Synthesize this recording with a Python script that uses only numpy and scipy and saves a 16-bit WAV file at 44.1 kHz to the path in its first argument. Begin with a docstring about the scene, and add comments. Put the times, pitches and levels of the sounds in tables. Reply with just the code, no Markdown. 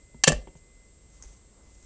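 """A heavy plastic handset lands on a desk telephone: one end clacks, then the other, and it rocks to rest.
Each contact is a noise crack plus dying modes of shell, base and hollow; the desk booms, loose parts chatter.
Soft taps, thin ticks and cloth rustle (shaped noise) are heard in a quiet room with a noise-tail echo.
The camera adds rumble, hiss and two thin whines, and samples at a low rate that mirrors the treble."""
import sys
import numpy as np
from scipy import signal
from scipy.fft import rfft, irfft
from scipy.io import wavfile
from scipy.ndimage import uniform_filter1d

SR = 44100
rng = np.random.default_rng(int(sys.argv[2]) if len(sys.argv) > 2 else 0)


def output_pcm(signal):
    """Save a mono or channel-first signal as 16-bit PCM at the path in sys.argv[1].

    Samples are clipped to [-1, 1] before scaling.
    """
    pcm = np.clip(np.atleast_2d(signal).T, -1, 1) * 32767
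    wavfile.write(sys.argv[1], SR, np.round(pcm).astype(np.int16))


def volts_from_db(level):
    """Convert decibel levels to linear amplitude ratios."""
    exponent = np.asarray(level, float) / 20
    return 10 ** exponent


N = 81585  # samples


def evened(x):
    """Normalisation by mean power: scales to rms 1."""
    return x / np.sqrt(np.mean(x ** 2) + 1e-20)


def read_spectrum(points, hz):
    """Interpolation on a log-frequency axis, which follows pitch, of a table over Hz."""
    f, value = np.transpose(points)
    return np.interp(np.log(hz + 1), np.log(f + 1), value)


def coloured(x, points):
    """Linear filtering: multiplies the spectrum of x by a table of dB over Hz."""
    gain = volts_from_db(read_spectrum(points, np.fft.rfftfreq(len(x), 1 / SR)))
    return irfft(rfft(x) * gain, len(x))


def level(curve):
    """Amplitude envelope: gain over time from straight lines in dB."""
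    s, db = np.transpose(curve)
    return volts_from_db(np.interp(np.arange(N) / SR, s, db))


def add(mix, s, sound):
    """Superposition: adds a sound to the mix at time s."""
    part = mix[round(s * SR):][:len(sound)]
    part += sound[:len(part)]


def hiss(colour, lump_db, lump_s):
    """Amplitude-modulated noise: coloured noise whose level wanders by lump_db rms."""
    lumps = evened(uniform_filter1d(rng.standard_normal(N), max(round(lump_s * SR), 1)))
    noise = evened(coloured(rng.standard_normal(N), colour))
    return evened(noise * volts_from_db(lump_db * lumps))


def burst(colour, t60):
    """Exponential decay: a short dying puff of coloured noise."""
    t = np.arange(SR // 2) / SR
    return evened(coloured(rng.standard_normal(len(t)), colour)) * volts_from_db(-60 * t / t60)


# each contact point favours other modes (dB) and loads them a little (share of frequency)
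SPOT_DB, SPOT_DETUNE = 2.5, 0.02
# heavy parts take longer to get moving
SHELL_RISE_S, BASE_RISE_S, DESK_RISE_S = 0.00015, 0.00047, 0.012


def ring(modes, rise_s, scatter=0):
    """Modal synthesis: a struck object sounds as the sum of its dying sines, one per mode."""
    hz, db, t60 = np.transpose(modes)[:, :, None]
    t = np.arange(SR // 2) / SR
    favour, load, coin = rng.standard_normal((3,) + hz.shape)
    # neighbours start opposed; scatter shifts a random half of them, 1 being half a turn
    start_turns = (scatter * (coin > 0) + np.arange(len(hz))[:, None]) / 2
    turns = hz * (1 + SPOT_DETUNE * load) * t + start_turns
    waves = volts_from_db(db + SPOT_DB * favour - 60 * t / t60) * np.sin(2 * np.pi * turns)
    return (1 - np.exp(-t / rise_s)) * waves.sum(0) / np.linalg.norm(volts_from_db(db))


# Cloth rustle over time. Each row: time in seconds, level in dB.
RUSTLE_LEVEL = [(0, -97.5), (.54, -82.5), (.575, -54.5), (.61, -86), (1.08, -70.5), (1.17, -58),
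                (1.225, -64), (1.255, -53.5), (1.33, -57), (1.4, -68.5), (1.55, -73.5), (1.65, -67),
                (1.75, -63), (1.85, -57)]
# Rustle spectrum. Each row: frequency in Hz, relative density in dB.
RUSTLE_COLOUR = [(300, -23), (2000, -13.5), (4000, -13.5), (5200, -11.5), (6300, -0.5), (7900, -8.5)]


def rustle():
    """Friction noise: cloth heard as bright noise with quick lumps."""
    return level(RUSTLE_LEVEL) * hiss(RUSTLE_COLOUR, lump_db=2.3, lump_s=0.0078)


# Low stir in the room over time. Each row: time in seconds, level in dB.
STIR_LEVEL = [(0, -82), (.9, -75.5), (1.25, -67), (1.45, -73), (1.62, -64), (1.72, -71), (1.85, -68)]
# Stir spectrum. Each row: frequency in Hz, relative density in dB.
STIR_COLOUR = [(100, -11.5), (300, -2), (550, -7.5), (1100, -4), (1600, -16), (3000, -28)]


def stir():
    """Band-shaped noise: a dull stir in the room with slower lumps."""
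    return level(STIR_LEVEL) * hiss(STIR_COLOUR, lump_db=2.5, lump_s=0.04)


# Room rumble and camera hiss. Each row: frequency in Hz, relative density in dB.
FLOOR_COLOUR = [(15, -17.5), (45, -2), (65, -7), (90, -15), (250, -21.5), (550, -25), (800, -37),
                (2000, -39.5), (4000, -40.5), (6300, -36.5), (7200, -33), (7900, -46.5)]
FLOOR_DB = -55


def noise_floor():
    """Stationary noise: steady rumble and hiss, plus a low rumble that wanders in level."""
    steady = volts_from_db(FLOOR_DB) * hiss(FLOOR_COLOUR, lump_db=0, lump_s=0.01)
    low_colour = FLOOR_COLOUR[:4] + [(200, -58)]
    return steady + volts_from_db(FLOOR_DB - 5.5) * hiss(low_colour, lump_db=-2, lump_s=0.06)


# Motor whine, in two stretches. Each row: time in seconds, frequency in Hz, rms level in dB.
MOTOR = [
    [(0.0, 2050, -66), (0.04, 2050, -68.5), (0.22, 2046, -64)],
    [(0.4, 2052, -64.5), (0.504, 2050, -70), (0.86, 2048, -66), (0.956, 2050, -76.5), (1.252, 2045, -69),
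     (1.506, 2050, -79), (1.676, 2044, -71), (1.85, 2044, -70.5)],
]


def motor_whine():
    """Frequency modulation: the phase is the running sum of a wavering frequency."""
    t = np.arange(N) / SR
    s, hz, db = np.vstack(MOTOR).T
    turns = np.cumsum(np.interp(t, s, hz)) / SR
    return np.sqrt(2) * volts_from_db(np.interp(t, s, db)) * np.sin(2 * np.pi * turns)


SCAN_HZ, SCAN_DB = 7627, -66  # high tone between its dips
FRAME_HZ, FIRST_DIP_S, DIP_S = 58.35, 0.011, 0.0008
DIP_TURNS, DIP_DB = 0.5, 5  # phase lost in each dip, and the swell during it
BLUR_S, BLUR_TURNS = (1.625, 1.71), 0.4  # the high tone briefly turns fuzzy


def scan_whine():
    """Phase modulation: a high tone loses phase in each frame, so its pitch dips briefly."""
    t = np.arange(N) / SR
    frames = (t - FIRST_DIP_S) * FRAME_HZ
    dip_share = DIP_S * FRAME_HZ
    lost = DIP_TURNS * (np.floor(frames) + np.minimum(frames % 1 / dip_share, 1))
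    jitter = evened(uniform_filter1d(rng.standard_normal(N), size=120))
    blur = (t > BLUR_S[0]) * (t < BLUR_S[1]) * jitter
    gain = np.sqrt(2) * volts_from_db(SCAN_DB + DIP_DB * (frames % 1 < dip_share))
    return gain * np.sin(2 * np.pi * (SCAN_HZ * t - lost + BLUR_TURNS * blur))


# Taps as the phone is brushed or settles. Each row: start in seconds, then knock, base and shell level in dB.
TAPS = [(0.1448, -49, -39.5, -72), (0.4724, -40.5, -43, -56.5), (0.4763, -64, -55, -61),
        (0.483, -48, -41.5, -63), (.5530, -51, -46, -67), (1.239, -53, -55, -65)]
# Modes of the knock. Each row: frequency in Hz, relative level in dB, t60 in seconds.
KNOCK_RING = [(380.6, -0.5, 0.08), (900, -1, .03), (599.7, -6, 0.013)]
# Noise of the knock. Each row: frequency in Hz, relative density in dB.
KNOCK_COLOUR = [(100, -13.5), (400, -0.5), (850, -5), (1200, -15), (3000, -19), (4500, -36), (8000, -52)]
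# Modes of the phone's base. Each row: frequency in Hz, relative level in dB, t60 in seconds.
BASE = [(104.56, -8, .06), (161.6, -1.5, 0.081), (244, -8.5, .12), (310, -10.5, .05), (382.4, -9, .05),
        (431, -9, .055), (525, -3, .05), (1170, -9, .025), (1779, -2.5, 0.04)]
# Modes of the plastic shell. Each row: frequency in Hz, relative level in dB, t60 in seconds.
SHELL = [(813, -12, 0.03), (1152, -13.5, 0.039), (1555, -16.5, 0.032), (1750, -7, 0.028),
         (2674, -16.5, 0.17), (2800, -16, .15), (3173, -4, 0.025), (3947, -10.5, .02), (4560, -4.5, 0.024),
         (5090, -8, 0.018), (5812, 0.5, 0.018), (6290, -5, 0.031), (6960, -4.5, 0.018), (7330, 1.5, 0.019)]


def soft_taps():
    """Soft excitation: a gentle blow wakes only the lowest modes of base and shell."""
    out = np.zeros(N)
    for s, knock_db, base_db, shell_db in TAPS:
        knock = ring(KNOCK_RING, BASE_RISE_S) + volts_from_db(-5.5) * burst(KNOCK_COLOUR, t60=0.046)
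        base = ring(BASE[:4], BASE_RISE_S)
        shell = ring(SHELL[:7], BASE_RISE_S, scatter=1)
        add(out, s, volts_from_db(knock_db) * knock + volts_from_db(base_db) * base + volts_from_db(shell_db) * shell)
    return out


# Decay of the room. Each row: frequency in Hz, t60 in seconds.
ROOM_T60 = [(100, 0.24), (500, 0.41), (1500, 0.23), (4000, 0.27), (7500, 0.2)]


def room(x):
    """Reverberation: convolution with a noise tail whose bands die at their own speeds."""
    hz, t, z = signal.stft(rng.standard_normal(SR // 2), SR, nperseg=256)
    decay = volts_from_db(-60 * t / read_spectrum(ROOM_T60, hz)[:, None])
    tail = signal.istft(z * decay, SR, nperseg=256)[1]
    tail *= np.minimum(np.arange(len(tail)) / SR / 0.01, 1)  # builds up over 10 ms
    return signal.fftconvolve(x, tail / np.linalg.norm(tail))[:N]


# The desk takes a load and booms. Each row: start in seconds, level in dB.
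THUMPS = [(0.146, -38.5), (.2748, -38), (0.3195, -19.5), (0.555, -50), (1.252, -37)]
# Modes of the desk. Each row: frequency in Hz, relative level in dB, t60 in seconds.
DESK = [(48.5, -2, 0.3), (73.5, -13.5, .2), (30, -5.5, 0.22)]


def desk_thumps():
    """Inertia: the heavy desk answers a load with slow-rising low modes."""
    out = np.zeros(N)
    for s, db in THUMPS:
        add(out, s, volts_from_db(db) * ring(DESK, DESK_RISE_S))
    return out


# Contacts of handset and cradle. Each row: start in seconds, then shell, base and hollow level in dB.
CONTACTS = [(0.2372, -7.5, -41.5, -48), (0.2390, -10.5, -43.5, -47.5), (.2408, -6, -41.5, -46),
            (.2430, -14, -46, -51), (0.248, -25.5, -53, -58.5), (0.27, -19, -29.5, -39.5),
            (0.2721, -18.5, -29.5, -37.5), (0.2751, -10.5, -3.5, -26), (0.2774, -9.5, -14, -29.5),
            (0.281, -4.5, -14, -32), (0.2859, -12.5, -30, -32.5), (0.288, -18.5, -30, -35),
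            (0.2951, -21.5, -20, -17.5), (0.302, -29.5, -17.5, -30.5), (0.3202, -24, -21, -23.5),
            (.3240, -31.5, -31, -19.5), (.3290, -29.5, -23.5, -35.5)]
# Modes of the hollow. Each row: frequency in Hz, relative level in dB, t60 in seconds.
HOLLOW = [(613.2, 1, 0.077), (540.5, -7, .07), (676, -10, 0.095), (855, -16.5, 0.058)]
# Noise of a hard contact. Each row: frequency in Hz, relative density in dB.
CRACK_COLOUR = [(200, -49), (400, -30), (900, -14.5), (1730, -7), (3160, -2.5), (4200, -7.5), (5930, 1),
                (7900, -4)]


def handset_contacts():
    """Impact excitation: every hard contact cracks and rings shell, base and hollow together."""
    out = np.zeros(N)
    for s, shell_db, base_db, hollow_db in CONTACTS:
        shell = ring(SHELL, SHELL_RISE_S, scatter=0.73)
        crack = volts_from_db(3) * burst(CRACK_COLOUR, t60=0.011)
        base = ring(BASE, BASE_RISE_S)
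        hollow = ring(HOLLOW, BASE_RISE_S)
        add(out, s, volts_from_db(shell_db) * (shell + crack) + volts_from_db(base_db) * base + volts_from_db(hollow_db) * hollow)
    return out


RATTLE_S, RATTLE_LENGTH_S = 0.284, 0.16  # after the second end lands
RATTLE_DB, RATTLE_T60_S, RATTLE_SPREAD_DB = -26.5, 0.22, 4


def loose_parts():
    """Random impulse train: loose parts chatter in fifty small cracks that weaken with time."""
    out = np.zeros(N)
    for late, size in rng.random(size=(50, 2)):
        after_s = late * RATTLE_LENGTH_S
        db = RATTLE_DB - 60 * after_s / RATTLE_T60_S + RATTLE_SPREAD_DB * (2 * size - 1)
        add(out, RATTLE_S + after_s, volts_from_db(db) * burst(CRACK_COLOUR, t60=0.008))
    return out


# A cluster of thin ticks away from the phone. Each row: start in seconds, level in dB.
TICKS = [(1.2242, -27), (1.2268, -37), (1.230, -40), (1.2342, -38), (1.237, -31.5), (1.239, -42)]
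# Modes of a tick. Each row: frequency in Hz, relative level in dB, t60 in seconds.
TICK_RING = [(6370, -1.5, 0.0062), (5360, -13, 0.0048), (7260, -10.5, 0.006), (1690, -19, 0.0047)]


def ticks():
    """Strong damping: tiny hard clicks whose bright modes die within milliseconds."""
    out = np.zeros(N)
    for s, db in TICKS:
        tone = ring(TICK_RING, SHELL_RISE_S)
        snap = volts_from_db(-13) * burst(CRACK_COLOUR, t60=0.005)
        add(out, s, volts_from_db(db) * (tone + snap))
    return out


def scene():
    """Superposition: hits and their room tail over rustle, stir, floor and whines."""
    hits = handset_contacts() + soft_taps() + desk_thumps() + loose_parts() + ticks()
    background = rustle() + stir() + noise_floor()
    echo = volts_from_db(-18.5) * room(hits)
    return (hits + echo + background + motor_whine() + scan_whine())[None]


def band_limit(x):
    """A steep low-pass at the top of the band."""
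    return signal.sosfilt(signal.butter(12, 10320, fs=SR, output="sos"), x)


# Soft filter after the sampling. Each row: frequency in Hz, gain in dB.
SMOOTHING = [(6000, -1.5), (7600, -2), (8400, -8), (9200, -19), (10000, -38.5), (10600, -65), (12000, -80)]
CAMERA_RATE_HZ = 16000
OVERLOAD = 1.3  # amplitude limit of the soft overload


def record(dry):
    """Spectral imaging: low-rate sampling mirrors the band below half the rate; a filter leaves part of it."""
    squeezed = OVERLOAD * np.tanh(dry[0] / OVERLOAD)
    lowpass = signal.minimum_phase(signal.firwin(401, CAMERA_RATE_HZ / 2, fs=SR))
    band = signal.oaconvolve(squeezed, lowpass)[:N]
    # a carrier at the camera's rate makes the mirror image
    mirrored = band * (1 + 2 * np.cos(2 * np.pi * CAMERA_RATE_HZ * np.arange(N) / SR))
    dither = volts_from_db(-94) * rng.standard_normal(N)
    mix = coloured(mirrored, SMOOTHING) + dither
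    return band_limit(mix[None])


dry = scene()
out = record(dry)
output_pcm(out)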